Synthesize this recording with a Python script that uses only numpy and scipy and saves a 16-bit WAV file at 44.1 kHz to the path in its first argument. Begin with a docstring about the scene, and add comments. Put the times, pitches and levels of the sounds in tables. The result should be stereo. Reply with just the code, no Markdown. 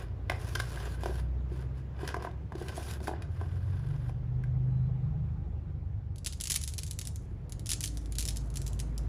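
"""A toy scrapes and knocks along a wooden marble track in a small tiled room, over a drone from the street.
Friction and impacts excite the damped modes of the wood. Outside, two engines pass one after the other,
each a harmonic series on its firing rate, with traffic rumble and a faint whine and squeak. From about
six seconds glass marbles click together in bursts, bright because each contact is so brief."""
import sys
import numpy as np
from scipy import signal
from scipy.fft import rfft, irfft, next_fast_len
from scipy.io import wavfile
from scipy.ndimage import uniform_filter1d, map_coordinates

SR = 44100
rng = np.random.default_rng(int(sys.argv[2]) if len(sys.argv) > 2 else 0)


def pcm_store(signal):
    """Save signal as 16-bit PCM."""
    levels = np.round(np.clip(np.atleast_2d(signal), -1, 1) * 32767)
    wavfile.write(sys.argv[1], SR, levels.astype(np.int16).T)


N = 400428

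# Strokes of the toy along the wood: start_s, end_s, body_db, hiss_db
TOY_STROKES = [(0, 0.027, -46.5, -58), (0.32, 0.402, -48.5, -59.5), (0.397, 0.804, -50.5, -55),
               (0.718, 0.948, -47.5, -54.5), (1.022, 1.201, -49, -55.5), (1.53, 1.625, -54.5, -63.5),
               (1.785, 1.78, -55, -62.5), (2.009, 2.113, -45, -60), (2.24, 2.242, -42, -57),
               (2.59, 2.758, -50, -57), (2.754, 2.941, -49, -50), (3.04, 3.097, -56.5, -53.5),
               (3.12, 3.233, -54.5, -82), (3.315, 4.098, -58, -69.5)]
# Modes of the track: centre_hz, bandwidth_hz, gain_db
WOOD_MODES = [(370, 66, 7.5), (523, 280, 1.5), (715, 132, 3), (1031, 137, -0.5), (1573, 140, 2.5),
              (2010, 133, -6), (2430, 250, -9.5), (3062, 300, -11), (3513, 240, -12), (4980, 510, -17)]
# Contact noise of toy on wood: frequency_hz, density_db
HISS_SPECTRUM = [(1000, -16.5), (2500, -6), (5000, -5.5), (7500, -10.5), (10000, -6), (12200, -11.5),
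                 (14500, -16.5), (16500, -43)]
# Speed of each engine: time_s, firing_hz
FIRST_ENGINE_RATE = [(.05, 28.7), (.8, 29.6), (1.6, 31.72), (2.1, 33.63), (3.3, 35.22)]
SECOND_ENGINE_RATE = [(3.2, 20.64), (3.9, 23.76), (4.1, 24.51), (4.8, 25.74), (5.7, 24.98), (6.1, 24.75),
                      (7.1, 23.28), (7.6, 26.13), (8.1, 27.1), (9.03, 27.04)]
# Swells of each engine, keyed by harmonic number: peak_s, peak_db, rise_db_per_s, fall_db_per_s
FIRST_ENGINE_SWELLS = {2: [(1.2, -33.5, 10.5, 13), (3.3, -42.5, 0, 3)], 3: [(.05, -43, 2, 7),],
                       4: [(.45, -40.5, 24, 19), (1.6, -41.5, 14, 21)]}
SECOND_ENGINE_SWELLS = {2: [(4.15, -39.5, 28, 3.9), (8.1, -35, 16.4, 5), (9.03, -33, 11, 8.4)],
                        3: [(4.8, -40.5, 11, 3.8), (5.7, -38.5, 4.2, 12), (6.6, -39, 46, 21.6)],
                        4: [(3.7, -32.5, 20.5, 58.5), (5.9, -39.5, 34.2, 34.09)],
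                        5: [(4.75, -29, 12, 24.53), (8.6, -41.5, 43, 28.59)], 6: [(3.9, -33, 92.5, 91.8),
                        (5.2, -37, 13, 38.89)], 7: [(4.8, -46.5, 26.46, 24)],
                        11: [(8.02, -53, 27.2, 79.84)]}
# Traffic heard through the wall: time_s, rumble_db, wash_db
TRAFFIC_LEVELS = [(0, -41.5, -52), (1.8, -42.5, -52), (3.5, -40.5, -54), (5, -36.5, -53.5),
                  (6.2, -42.5, -58.5), (7.3, -40.5, -55.5), (9.08, -39, -50)]
# Deep rumble and broader wash of traffic: frequency_hz, density_db
RUMBLE_SPECTRUM = [(18, -35), (30, -9), (96, 3.5), (147, -2), (206, -15), (660, -120)]
WASH_SPECTRUM = [(150, -17), (220, -2.5), (360, -3), (600, -9.5), (2000, -23), (8000, -45), (16000, -52.5)]
# Blows on the track: start_s, level_db, tick_relative_db, pitch_hz
TRACK_KNOCKS = [(0.2981, -21.5, -18, 790), (.297, -17, -13, 2540), (0.318, -24.5, -15.5, 820),
                (0.5516, -32, 7, 1900), (0.555, -22.5, -12, 1620), (0.594, -36.5, 4, 2000),
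                (0.5995, -22.5, -3, 1590), (0.773, -31, -29, 1590), (1.034, -26.5, -10.5, 830),
                (1.058, -20.5, -13, 790), (1.094, -27.5, -23, 510), (1.517, -29, -35.5, 401.3),
                (2.031, -24, -31, 615), (2.076, -34.5, 6.5, 1490), (2.088, -30.5, -3.5, 1490),
                (2.142, -21, -17, 960), (2.165, -21.5, -21, 574), (2.223, -33.5, -8, 1091),
                (2.248, -25.5, -20, 790), (2.27, -27, -37.5, 1010), (2.312, -53, -4, 5000),
                (2.52, -29.5, -20.5, 936), (2.552, -26, -21.5, 453), (2.614, -25.5, -28.5, 550),
                (2.683, -46, 12, 1550), (2.777, -24, -27, 690), (3.003, -35, -11.5, 920),
                (3.013, -29.5, -28, 422), (3.072, -29, -7, 1633), (3.079, -20.5, -13, 810),
                (3.091, -22.5, -33, 740), (3.111, -28, -45, 810), (3.135, -28, -38, 820),
                (3.221, -42.5, 1.5, 2660), (3.412, -28, -20, 900), (4.094, -35.5, -16, 724),
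                (4.437, -39.5, -10.5, 2120)]
# A faint whine and a brief squeak from the street: time_s, pitch_hz, level_db
STREET_WHINE = [(4.3, 756.2, -71.5), (4.85, 798, -62.5), (6.1, 798.6, -69)]
STREET_SQUEAK = [(4.76, 4050, -78), (4.84, 3990, -77)]
# Collisions of glass on glass: start_s, level_db, pitch_hz
MARBLE_CLICKS = [(6.1597, -40.5, 6510), (6.1831, -36.5, 7030), (6.247, -30.5, 7710), (6.2619, -18.5, 10200),
                 (6.2705, -19.5, 4230), (6.325, -32.5, 4830), (6.3328, -32.5, 4910), (6.4021, -28.5, 3310),
                 (6.4106, -20.5, 10200), (6.4381, -21.5, 10400), (6.456, -26, 3040), (6.4723, -20, 6850),
                 (6.4996, -17.5, 4000), (6.5069, -17, 6260), (6.519, -14.5, 9950), (6.5417, -18.5, 6980),
                 (6.5546, -23.5, 9750), (6.56, -13.5, 7020), (6.6146, -28.5, 9930), (6.6286, -32, 9210),
                 (6.637, -24, 10300), (6.677, -24, 10600), (6.6898, -30.5, 3420), (6.7378, -29.5, 10200),
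                 (6.7815, -23, 10100), (6.789, -21.5, 4640), (6.8337, -25.5, 10500), (6.8656, -33, 11100),
                 (6.8774, -33, 5950), (6.9111, -25.5, 10300), (6.9334, -36.5, 9920), (6.9895, -21.5, 8860),
                 (7.014, -24, 6120), (7.0529, -31, 6710), (7.0728, -25, 10700), (7.1591, -30.5, 7040),
                 (7.4953, -39, 10300), (7.5224, -29, 7340), (7.595, -33.5, 4250), (7.6598, -28.5, 6940),
                 (7.668, -27, 6220), (7.692, -18.5, 6490), (7.7037, -20.5, 9940), (7.7163, -15, 6580),
                 (7.7334, -17.5, 5020), (7.8072, -21, 9290), (7.83, -26.5, 6910), (7.8391, -16, 9630),
                 (7.8581, -23.5, 10200), (7.876, -26.5, 4380), (7.9724, -28.5, 4390), (8.0591, -37.5, 4400),
                 (8.1229, -29, 7190), (8.1543, -30.5, 4370), (8.1845, -19, 9580), (8.192, -21.5, 9430),
                 (8.2068, -22, 10300), (8.2262, -23.5, 5700), (8.2535, -22, 10300), (8.2778, -25.5, 9770),
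                 (8.2863, -19, 7560), (8.307, -30.5, 7130), (8.3607, -32, 3740), (8.3703, -26.5, 9720),
                 (8.5024, -38.5, 6290), (8.541, -38.5, 4510), (8.5577, -27, 4240), (8.5711, -26, 9950),
                 (8.6175, -29, 9930), (8.6651, -29.5, 6220), (8.6782, -28.5, 9710), (8.732, -36.5, 9100),
                 (8.7926, -29, 4320), (8.8006, -24.5, 4490), (8.9792, -27, 10500)]
# Contact noise of the marbles: frequency_hz, density_db
GLASS_SPECTRUM = [(1000, -13.5), (2000, -3), (3000, 3.5), (6500, 7), (10000, 8.5), (12500, 0.5),
                  (14000, -5), (16500, -36.5)]
# Reverberation time of the room: frequency_hz, t60_s
ROOM_DECAY = [(300, 0.42), (2500, 0.223), (7000, 0.31), (14000, 0.031)]
# Left-right likeness of the room's field: frequency_hz, coherence_ratio
FIELD_COHERENCE = [(100, 1), (200, 0.86), (380, 0.33), (1000, 0.022), (4000, 0.094), (10000, 0.81)]
# Phase of the left channel ahead of the right: frequency_hz, lead_rad
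LEFT_PHASE_LEAD = [(3000, 1), (6600, 1.12), (8500, -3.5), (10200, -5.5), (12200, -10.5), (16200, -12.5)]


def amp(db):
    """Amplitude grows tenfold for every 20 dB."""
    return 10 ** (np.asarray(db) / 20)


def unit(x):
    """Normalisation to an rms of 1."""
    return x / np.sqrt(np.mean(x ** 2) + 1e-20)


def along(points, hz):
    """Interpolation of (frequency_hz, value) points on a logarithmic frequency axis."""
    knots_hz, values = np.transpose(points)
    return np.interp(np.log(hz + 1), np.log(knots_hz + 1), values)


def spectrum(points):
    """Amplitude response through (frequency_hz, density_db) points."""
    return lambda hz: amp(along(points, hz))


def curves(rows, fade_s=.1):
    """Linear interpolation of each column over time, with a gate that fades outside the rows' span."""
    times, *columns = np.transpose(rows)
    t = np.arange(N) / SR
    gate = np.clip(np.minimum(t - times[0], times[-1] - t) / fade_s + 1, 0, 1)
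    return [np.interp(t, times, column) for column in columns], gate


def ridge(start_s, end_s, db, rise, fall):
    """Exponential growth and decay: straight slopes in dB per second on either side of a held level."""
    t = np.arange(N) / SR
    return db - rise * np.clip(start_s - t, 0, None) - fall * np.clip(t - end_s, 0, None)


def wobble(rate_hz):
    """Smooth random fluctuation: a spline through rate_hz Gaussian values a second."""
    knots = rng.standard_normal(int(N * rate_hz / SR) + 4)
    return map_coordinates(knots, [np.arange(N) * rate_hz / SR])


def filtered(x, response):
    """Linear filtering multiplies the spectrum by a complex frequency response."""
    size = next_fast_len(N + SR // 2)
    return irfft(rfft(x, size) * response(np.fft.rfftfreq(size, 1 / SR)), size)[..., :N]


def spread(pair, response, min_coherence=.51):
    """The mid-side balance of two filtered noises sets their coherence, kept high for near sources."""
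    def mid_side_response(hz):
        angle = np.arccos(np.clip(np.maximum(along(FIELD_COHERENCE, hz), min_coherence), -1, 1)) / 2
        return response(hz) * [np.cos(angle), np.sin(angle)]
    mid, side = filtered(pair, mid_side_response)
    return np.array([mid + side, mid - side])


def grit(rate_hz, depth_db):
    """Random amplitude modulation roughens a pair of white noises."""
    return amp(depth_db * wobble(rate_hz)) * rng.standard_normal((2, N))


def patchy(pair, depth_db):
    """Modulation in time and frequency: bands of the noise swell and fade at random."""
    bands = signal.stft(pair, nperseg=256)[2]
    field = uniform_filter1d(rng.standard_normal(bands.shape[1:]), size=3, axis=0)
    field = uniform_filter1d(field, size=12, axis=1)
    return signal.istft(bands * amp(depth_db * unit(field)), nperseg=256)[1][:, :N]


def bursts(times, levels_db, t60_s, rise_s):
    """Impact noise: each decaying stereo burst is grainy, like several small contacts."""
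    out, t = np.zeros((2, N + SR)), np.arange(2100) / SR
    for s, db in zip(times, levels_db):
        grain_db = 3.5 * np.repeat(rng.standard_normal(len(t) // 30), 30)
        envelope = amp(grain_db * (t > 2 * rise_s) - 60 * t / t60_s) * (1 - np.exp(-(t / rise_s) ** 2))
        burst = envelope * rng.standard_normal((2, len(t)))
        burst *= amp(db) * np.linalg.norm(envelope) / np.linalg.norm(burst[0])
        out[:, round((s - rise_s / 2) * SR):][:, :len(t)] += burst
    return out[:, :N]


def wood(hz):
    """Modal superposition: the track responds as a sum of damped resonators of alternating sign."""
    return sum((-1) ** k * amp(db) * 1j * hz * width / (centre ** 2 - hz ** 2 + 1j * hz * width)
               for k, (centre, width, db) in enumerate(WOOD_MODES))


def snags(per_s=160, mean_jump=.6, decay_s=.002):
    """Surface roughness: friction jumps at random rough spots and relaxes exponentially."""
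    jumps = (rng.random(N) < per_s / SR) * rng.exponential(1, N)
    return 1 + mean_jump * signal.lfilter([1], [1, -np.exp(-1 / (decay_s * SR))], jumps)


def sliding(press_db_per_s=275, lift_db_per_s=225.5, hiss_steeper=1.77):
    """Stick-slip friction drives the modes of the wood and hisses at the contact."""
    slopes = np.array([press_db_per_s, lift_db_per_s])
    body_db = np.max([ridge(start, end, db, *slopes) for start, end, db, _ in TOY_STROKES], axis=0)
    hiss_db = np.max([ridge(start, end, db, *(hiss_steeper * slopes))
                      for start, end, _, db in TOY_STROKES], axis=0)
    hand_pressure = amp(1.1 * wobble(12))
    roughness = snags()
    body = amp(body_db) * unit(spread(roughness * grit(120, 2.5), wood))
    contact = patchy(roughness * grit(150, .97), depth_db=2)
    hiss = amp(hiss_db) * unit(spread(contact, spectrum(HISS_SPECTRUM)))
    return hand_pressure * (body + hiss)


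def engine(rates, swells, drop_db):
    """Periodic firing gives a harmonic series, slightly unsteady in level and phase."""
    (firing_hz,), gate = curves(rates)
    levels = {k: np.max([ridge(s, s, db, rise, fall) for s, db, rise, fall in peaks], axis=0)
              for k, peaks in swells.items()}
    # Upper harmonics without swells of their own follow the second, more weakly.
    upper = {k: levels[2] - drop_db - 1.27 * k + 4 * wobble(1.2) for k in range(5, 13)}
    phase = 2 * np.pi * np.cumsum(firing_hz) / SR
    return gate * sum(np.sqrt(2) * amp(db + wobble(5.7)) * np.sin(k * phase + .62 * wobble(4))
                      for k, db in (upper | levels).items())


def traffic():
    """Distant traffic adds incoherently into noise; mostly its low frequencies pass the wall."""
    (rumble_db, wash_db), _ = curves(TRAFFIC_LEVELS)
    rumble = spread(grit(3.3, .34), spectrum(RUMBLE_SPECTRUM), min_coherence=0)
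    shifting_noise = patchy(rng.standard_normal((2, N)), depth_db=1.5)
    wash = spread(shifting_noise, spectrum(WASH_SPECTRUM), min_coherence=0)
    return amp(rumble_db) * unit(rumble) + amp(wash_db) * unit(wash)


def knocks(rise_s=.0016, falloff_db_per_octave=15):
    """Free vibration: a blow rings the wood's modes, favouring those near its pitch."""
    out, t = np.zeros((2, N + SR)), np.arange(SR // 10) / SR
    mode_hz, width_hz, mode_db = np.transpose(WOOD_MODES)[:, :, None]
    for s, db, _, pitch_hz in TRACK_KNOCKS:
        falloff_db = falloff_db_per_octave * np.abs(np.log2(mode_hz / pitch_hz))
        strength = amp(mode_db - falloff_db + rng.normal(0, 2, mode_hz.shape))
        envelope = strength * np.exp(-np.pi * width_hz * t)
        phase = 2 * np.pi * mode_hz * (1 + rng.normal(0, .02, mode_hz.shape)) * t
        phase += 2 * np.pi * rng.random(mode_hz.shape)
        lead_rad = rng.normal(0, 1, mode_hz.shape)  # each mode reaches left and right out of step
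        ring = [np.sum(envelope * np.sin(phase + side * lead_rad), axis=0) for side in (.5, -.5)]
        uneven_db = 3 * map_coordinates(rng.standard_normal(64), [400 * t])
        blow = ring * (1 - np.exp(-(t / rise_s) ** 2)) * amp(uneven_db)
        out[:, round(s * SR):][:, :len(t)] += amp(db) * 6 * blow / np.linalg.norm(blow[0])
    return out[:, :N]


def ticks():
    """A hard edge adds a broadband transient to each knock, coloured by the wood's resonances."""
    times, db, tick_db, _ = np.transpose(TRACK_KNOCKS)
    contacts = bursts(times, db + tick_db + 9.5, t60_s=.027, rise_s=.0012)
    return spread(contacts, lambda hz: amp(along(HISS_SPECTRUM, hz)) * (.67 + amp(9) * np.abs(wood(hz))))


def room(x, shared_energy=.75, delay_samples=60):
    """Reverberation: each frequency dies at its own rate; each quarter second excites a new random tail."""
    out, step = np.zeros((2, N + 2 * SR)), SR // 4
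    for start in range(0, N, step):
        hz, t, bands = signal.stft(rng.standard_normal((2, SR // 3)), SR, nperseg=128)
        decay = amp(-60 * t / along(ROOM_DECAY, hz)[:, None])
        mid, side = signal.istft(bands * decay, SR, nperseg=128)[1]
        tail = np.sqrt(shared_energy) * mid + np.sqrt(1 - shared_energy) * side * [[1], [-1]]
        wet = signal.fftconvolve(x[:1, start:start + step], tail / np.linalg.norm(mid), axes=1)
        out[:, start + delay_samples:][:, :wet.shape[1]] += wet
    return out[:, :N]


def whine(rows, rasp_hz):
    """Random amplitude and phase modulation broaden a gliding tone into narrow-band noise."""
    (pitch_hz, db), gate = curves(rows)
    envelope = gate * amp(db + 3.7 * wobble(30))
    return envelope * np.sin(2 * np.pi * np.cumsum(pitch_hz) / SR + 3.3 * wobble(rasp_hz))


def marbles(rebounds=5, split_hz=5920, tilt_db_per_octave=2.5):
    """Brief impacts have broad spectra; hard, crowded ones shake neighbours into rebounds and chatter."""
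    start_s, db, pitch_hz = np.transpose(MARBLE_CLICKS)
    crowding = np.sum(np.exp(-np.abs(start_s[:, None] - start_s) / .0158), axis=1) - 1
    shaken_db = db + .069 * (db - db.max()) - 7 * np.exp(-2 * crowding)
    lateness, weakness = np.transpose(rng.random((len(start_s), rebounds, 2)), (2, 0, 1))
    times = np.append(start_s, start_s[:, None] + .0013 + .014 * lateness)
    levels_db = np.append(db, shaken_db[:, None] - 12 * lateness - 9 * weakness) + 10
    # Clicks pitched above the split are thinner and brighter, those below it fuller and duller.
    tilt_db = tilt_db_per_octave * np.log2(np.append(pitch_hz, np.repeat(pitch_hz, rebounds)) / split_hz)
    dull = bursts(times, levels_db - tilt_db, t60_s=.0028, rise_s=.0006)
    bright = bursts(times, levels_db + tilt_db, t60_s=.0028, rise_s=.0006)
    glass = spectrum(GLASS_SPECTRUM)
    low_share = lambda hz: 1 / (1 + (hz / split_hz) ** 4)
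    snap = spread(dull, lambda hz: glass(hz) * np.sqrt(low_share(hz)))
    snap += spread(bright, lambda hz: glass(hz) * np.sqrt(1 - low_share(hz)))
    chatter = bursts(start_s, shaken_db - 7.5, t60_s=.029, rise_s=.0015)
    return snap + spread(chatter, lambda hz: glass(hz) * 7000 / (7000 + 1j * hz))


def pings(relative_db=-11, t60_s=.0075, rise_s=.00048):
    """Damped oscillation: each marble click rings briefly at its own pitch."""
    out, t = np.zeros(N + SR), np.arange(SR // 20) / SR
    for s, db, pitch_hz in MARBLE_CLICKS:
        envelope = amp(db + relative_db - 60 * t / t60_s) * (1 - np.exp(-t / rise_s))
        out[round(s * SR):][:len(t)] += envelope * np.sin(2 * np.pi * pitch_hz * t)
    return out[:N]


def rustle(t60_s=.7):
    """Relaxation: the heap of marbles keeps shifting faintly after each click, settling exponentially."""
    start_s, db, _ = np.transpose(MARBLE_CLICKS)
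    frames = np.arange(0, N, 64)
    since_s = frames[:, None] / SR - start_s
    stirred = np.sum((since_s > 0) * amp(.59 * db - 60 * np.abs(since_s) / t60_s), axis=1)
    envelope = amp(-56.5) * np.interp(np.arange(N), frames, stirred)
    return envelope * unit(spread(grit(200, 3.8), spectrum(GLASS_SPECTRUM)))


def scene():
    """Superposition of direct sound, echoes and street; a level difference sets the track a little left."""
    track = knocks() + ticks()
    glass = marbles() + pings()
    direct = (track + sliding()) * amp([[1.5], [-1.5]]) + (glass + rustle()) * amp([[.4], [-.4]])
    echoes = room(amp(-9) * track + amp(-12.5) * glass)
    street = traffic() + engine(FIRST_ENGINE_RATE, FIRST_ENGINE_SWELLS, drop_db=23.5)
    street += engine(SECOND_ENGINE_RATE, SECOND_ENGINE_SWELLS, drop_db=14)
    street += whine(STREET_WHINE, rasp_hz=40) + whine(STREET_SQUEAK, rasp_hz=110)
    return direct + echoes + street


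def record(dry):
    """Phase shift and band limit: left and right agree in the bass and fall out of step in the treble."""
    top_hz = 16500
    knots_hz, lead_rad = np.transpose(LEFT_PHASE_LEAD)
    lead = lambda hz: np.interp(hz, [0, *knots_hz], [0, *lead_rad])
    return filtered(dry, lambda hz: np.exp(.5j * lead(hz) * [[1], [-1]]) * (hz < top_hz))


dry = scene()
out = record(dry)
pcm_store(out)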